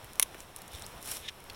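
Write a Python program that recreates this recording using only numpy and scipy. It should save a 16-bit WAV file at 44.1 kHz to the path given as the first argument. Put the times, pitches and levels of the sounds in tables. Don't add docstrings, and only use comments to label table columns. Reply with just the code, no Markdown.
import sys
import numpy as np
from scipy import signal
from scipy.io import wavfile

SR = 44100
rng = np.random.default_rng(int(sys.argv[2]) if len(sys.argv) > 2 else 0)


def pcm_store(signal):
    levels = np.round(np.clip(np.atleast_2d(signal), -1, 1) * 32767)
    wavfile.write(sys.argv[1], SR, levels.astype(np.int16).T)


N = 68355

# (relative, per Hz)
HUSH_COLOUR = [(15, 5), (35, 3), (80, 3.5), (130, 0), (250, -4.5), (500, -3.5), (1000, -4.5), (1600, -10),
               (3300, -14), (6500, -24), (10000, -22), (16000, -25.5)]
HUSH_DB, HUSH_WAVER_DB = -50, 1.24

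# pitch_hz, level_db (relative)
ECHO_COLOUR = [(100, 2), (1000, -4.5), (3500, -0.5), (6000, 1.5), (10000, -2), (16000, -3.5)]
GROUND_S, GROUND_DB, GROUND_T60_S = 0.0042, -20, 0.0052
SCATTER_DB, SCATTER_T60_S = -16, 0.026
WOODS_DB, WOODS_T60_S = -33, 0.17

# start_s, level_db, pitch_hz
BUMPS = [(0.023, -43.5, 114), (0.732, -37, 77), (0.796, -47, 84), (.945, -46.5, 60), (1.188, -46, 68)]
BUMP_LENGTH_S = 0.04

SQUEAK_S, SQUEAK_LENGTH_S, SQUEAK_DB = 0.829, 0.028, -46.5
SQUEAK_FROM_HZ, SQUEAK_TO_HZ = 3000, 5600

# time_s, level_db
RUBBING = [(.69, -70), (.74, -50), (.80, -58), (.90, -71), (1.20, -57.5), (1.245, -50), (1.264, -45),
           (1.276, -52.5), (1.283, -39), (1.2885, -32), (1.295, -37), (1.299, -55), (1.315, -80)]
# pitch_hz, level_db (relative)
STEM_COLOUR = [(200, -34), (1200, -29.5), (1700, -7), (2900, -4.5), (3600, 2.5), (4200, -11), (5600, -15.5),
               (7500, -18.5), (10000, -25.5), (16000, -35)]
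STEM_SLIPS_PER_S, STEM_SPREAD_DB = 7900, 3.5

# time_s, level_db
BRUSHING = [(0, -62), (.37, -63), (.40, -53), (.46, -64), (.70, -64), (.73, -52.5), (.80, -54.5),
            (.90, -58.5), (1.0, -61.5), (1.04, -48.5), (1.08, -40.5), (1.165, -41), (1.19, -50.5),
            (1.28, -61.5), (1.31, -63), (1.55, -66)]
# pitch_hz, level_db (relative)
NEEDLE_COLOUR = [(100, -14.5), (400, 1.5), (1400, -2), (2200, -1), (3800, 0.5), (6500, -3.5), (9000, 3),
                 (11000, 3.5), (13500, -2.5), (16000, -7.5)]
NEEDLE_SLIPS_PER_S, NEEDLE_SPREAD_DB = 4000, 3

# start_s, level_db, pitch_hz
TAPS = [(0.3456, -36.5, 1780), (.3478, -44, 750), (.3505, -39.5, 427), (1.4990, -32, 3290),
        (1.5024, -36.5, 3290), (1.5463, -45, 3940)]
# pitch_ratio, level_db (relative to the tap), t60_s
STICK_MODES = [(.85, -7.5, 0.018), (1.02, -4, 0.015), (1.33, -0.5, 0.0077)]
TAP_GRIT_DB, TAP_GRIT_T60_S = -6.5, 0.0057

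# start_s, level_db, pitch_hz, grit_db (relative to the ring)
TICKS = [(0.045, -32, 11500, -7), (0.1334, -28.5, 10600, -10), (.1563, -33, 10000, -5),
         (.4047, -27, 7500, -11), (.4211, -45, 10000, -11), (.5631, -18.5, 9700, -16),
         (0.571, -31, 10600, -9), (.5843, -38, 11000, -10), (.5890, -35, 10500, -10),
         (0.619, -31.5, 13500, -3), (0.6798, -32, 9500, -10), (0.6816, -35, 10000, -13),
         (.7181, -35, 10500, -11), (.7331, -35, 10100, -2), (0.7498, -35, 5630, -5),
         (.7501, -39, 10000, -3), (0.7597, -42, 5600, -3), (0.796, -32, 11000, -10),
         (0.8222, -25, 8500, -13), (0.8648, -23.5, 10100, -8), (1.0163, -36, 10000, -11),
         (1.0275, -27.5, 10400, -7), (1.0616, -35, 10500, -11), (1.1141, -18, 9900, -12),
         (1.1173, -17.5, 10400, -11), (1.1361, -27, 10000, -9), (1.1696, -25.5, 9500, -6),
         (1.4036, -34, 11000, -10), (1.4411, -37.5, 11000, -7), (1.5334, -34.5, 11100, -20)]
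TICK_RING_T60_S, TICK_GRIT_T60_S = 0.0015, 0.0058
# pitch_hz, level_db (relative)
GRIT_COLOUR = [(200, -2), (1500, -7), (3500, 1.5), (6000, 1), (10000, 2.5), (16000, 1)]

# start_s, level_db, body_db (weight of low modes and fibres), low_cut_hz (lowest pitch)
FRACTURES = [(.1973, -2.5, 1.5, 494), (.2160, -23, 1, 900), (0.2218, -35, 2, 1200), (0.2252, -22, -5, 1200),
             (0.2257, -8.5, -2, 1190), (0.2282, -4, -0.5, 1320)]
# pitch_hz, level_db (relative to the fracture), t60_s
TWIG_MODES = [(740, -20.5, 0.0054), (1060, -22, 0.013), (2183, -20, 0.014), (2680, -16, 0.0051),
              (3790, -14.5, 0.0042), (5680, -21, 0.0063), (6600, -25.5, 0.0064), (8900, -23, 0.0055),
              (10200, 1, 0.0026), (11900, -15, 0.0036), (13330, -8, .003), (15500, -28, .003)]
BODY_BELOW_HZ = 7000
# pitch_hz, level_db (relative)
SPLINTER_COLOUR = [(100, -30), (500, -28), (1100, 1.5), (3500, 18), (7500, 13), (10000, -14), (13000, -8),
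                   (16000, -18.5)]
SPLINTER_DB, SPLINTER_T60_S = -21, 0.008

# pitch_hz, level_db (relative)
OVERALL_COLOUR = [(20, -2.5), (4100, 0.5), (4700, -3.5), (5100, 1.5), (5500, 7), (6200, 0),
                  (16000, -0.5)]
SELF_NOISE_DB, EDGE_HZ = -90.5, 16300


def amp(db):
    return 10 ** (np.asarray(db) / 20)


def evened(x):
    return x / np.sqrt(np.mean(x ** 2) + 1e-20)


def seconds(length):
    return np.arange(int(length * SR)) / SR


def fade(t, t60):
    return amp(-60 * t / t60)


def add(mix, start_s, sound):
    part = mix[max(round(start_s * SR), 0):][:len(sound)]
    part += sound[:len(part)]


def colour(x, points, size=4096):
    hz, db = np.transpose(points)
    bins_hz = abs(np.fft.fftfreq(size, 1 / SR))
    curve_db = np.interp(np.log(bins_hz + 1), np.log(hz + 1), db)
    log_gain = np.log(amp(curve_db))
    response = np.exp(np.conj(signal.hilbert(log_gain)))
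    impulse = np.fft.ifft(response).real[:size // 2]
    return signal.fftconvolve(x, impulse / np.linalg.norm(impulse))[:len(x)]


def burst(t, t60):
    return rng.choice([-1., 1.], len(t)) * fade(t, t60)


def ring(t, hz, t60):
    return np.sin(2 * np.pi * hz * t) * fade(t, t60)


def hush():
    t = np.arange(N) / SR
    waver = np.zeros(N)
    for hz in np.geomspace(1, 20, 20):
        waver += np.sin(2 * np.pi * (hz * t + rng.random())) / np.sqrt(hz)
    air = colour(rng.standard_normal(2 * N), HUSH_COLOUR)[N:]
    return amp(HUSH_DB + HUSH_WAVER_DB * evened(waver)) * evened(air)


def surroundings(x):
    t, echo = seconds(0.3), np.zeros(SR // 2)
    returns = [
        (GROUND_S, GROUND_DB, GROUND_T60_S),
        (GROUND_S / 2, SCATTER_DB, SCATTER_T60_S),
        (2 * GROUND_S, WOODS_DB, WOODS_T60_S),
    ]
    for delay_s, level_db, t60_s in returns:
        tail = burst(t, t60_s)
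        add(echo, delay_s, amp(level_db) * tail / np.linalg.norm(tail))
    return x + signal.fftconvolve(x, colour(echo, ECHO_COLOUR))[:N]


def bumps():
    out, t = np.zeros(N), seconds(BUMP_LENGTH_S)
    for start_s, level_db, pitch_hz in BUMPS:
        add(out, start_s, amp(level_db) * np.hanning(len(t)) * np.sin(2 * np.pi * pitch_hz * t))
    return out


def squeak():
    out, t = np.zeros(N), seconds(SQUEAK_LENGTH_S)
    hz = np.linspace(SQUEAK_FROM_HZ, SQUEAK_TO_HZ, len(t))
    tone = np.sin(2 * np.pi * np.cumsum(hz) / SR)
    add(out, SQUEAK_S, amp(SQUEAK_DB) * np.sqrt(np.hanning(len(t))) * tone)
    return out


def friction(levels, points, slips_per_s, spread_db):
    size = amp(spread_db * np.minimum(rng.exponential(1, N), 4))
    happens = rng.random(N) < slips_per_s / SR
    slips = size * rng.choice([-1., 1.], N) * happens
    level_db = np.interp(np.arange(N) / SR, *np.transpose(levels))
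    return colour(evened(slips) * amp(level_db), points)


def stem_rubbing():
    return friction(RUBBING, STEM_COLOUR, STEM_SLIPS_PER_S, STEM_SPREAD_DB)


def needles_brushing():
    return friction(BRUSHING, NEEDLE_COLOUR, NEEDLE_SLIPS_PER_S, NEEDLE_SPREAD_DB)


def taps():
    out, t = np.zeros(N), seconds(0.04)
    for start_s, level_db, pitch_hz in TAPS:
        wood = sum(amp(mode_db) * ring(t, pitch_hz * ratio, t60_s) for ratio, mode_db, t60_s in STICK_MODES)
        grit = amp(TAP_GRIT_DB) * colour(burst(t, TAP_GRIT_T60_S), GRIT_COLOUR)
        add(out, start_s, amp(level_db) * (wood + grit))
    return out


def ticks():
    out, t = np.zeros(N), seconds(0.02)
    for start_s, level_db, pitch_hz, grit_db in TICKS:
        fibre = ring(t, pitch_hz, TICK_RING_T60_S)
        grit = amp(grit_db) * colour(burst(t, TICK_GRIT_T60_S), GRIT_COLOUR)
        add(out, start_s, amp(level_db) * (fibre + grit))
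    return out


def snaps():
    out, t = np.zeros(N), seconds(0.04)
    for start_s, level_db, body_db, low_cut_hz in FRACTURES:
        wood = np.zeros(len(t))
        for k, (pitch_hz, mode_db, t60_s) in enumerate(TWIG_MODES):
            weight_db = body_db if pitch_hz < BODY_BELOW_HZ else 0
            wood += (-1) ** k * amp(mode_db + weight_db) * ring(t, pitch_hz, t60_s)
        fibres = amp(SPLINTER_DB + body_db) * colour(burst(t, SPLINTER_T60_S), SPLINTER_COLOUR)
        low_cut = signal.butter(2, low_cut_hz, "high", fs=SR)
        add(out, start_s, amp(level_db) * signal.lfilter(*low_cut, wood + fibres))
    return out


def scene():
    handling = squeak() + stem_rubbing() + needles_brushing() + taps() + ticks() + snaps()
    mono = hush() + bumps() + surroundings(handling)
    return np.array([mono, mono])


def record(dry):
    toned = np.array([colour(channel, OVERALL_COLOUR) for channel in dry])
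    heard = toned + amp(SELF_NOISE_DB) * rng.standard_normal(dry.shape)
    band_limit = signal.firwin(301, EDGE_HZ, window=("kaiser", 8), fs=SR)
    return signal.oaconvolve(heard, band_limit[None], "same")


dry = scene()
out = record(dry)
pcm_store(out)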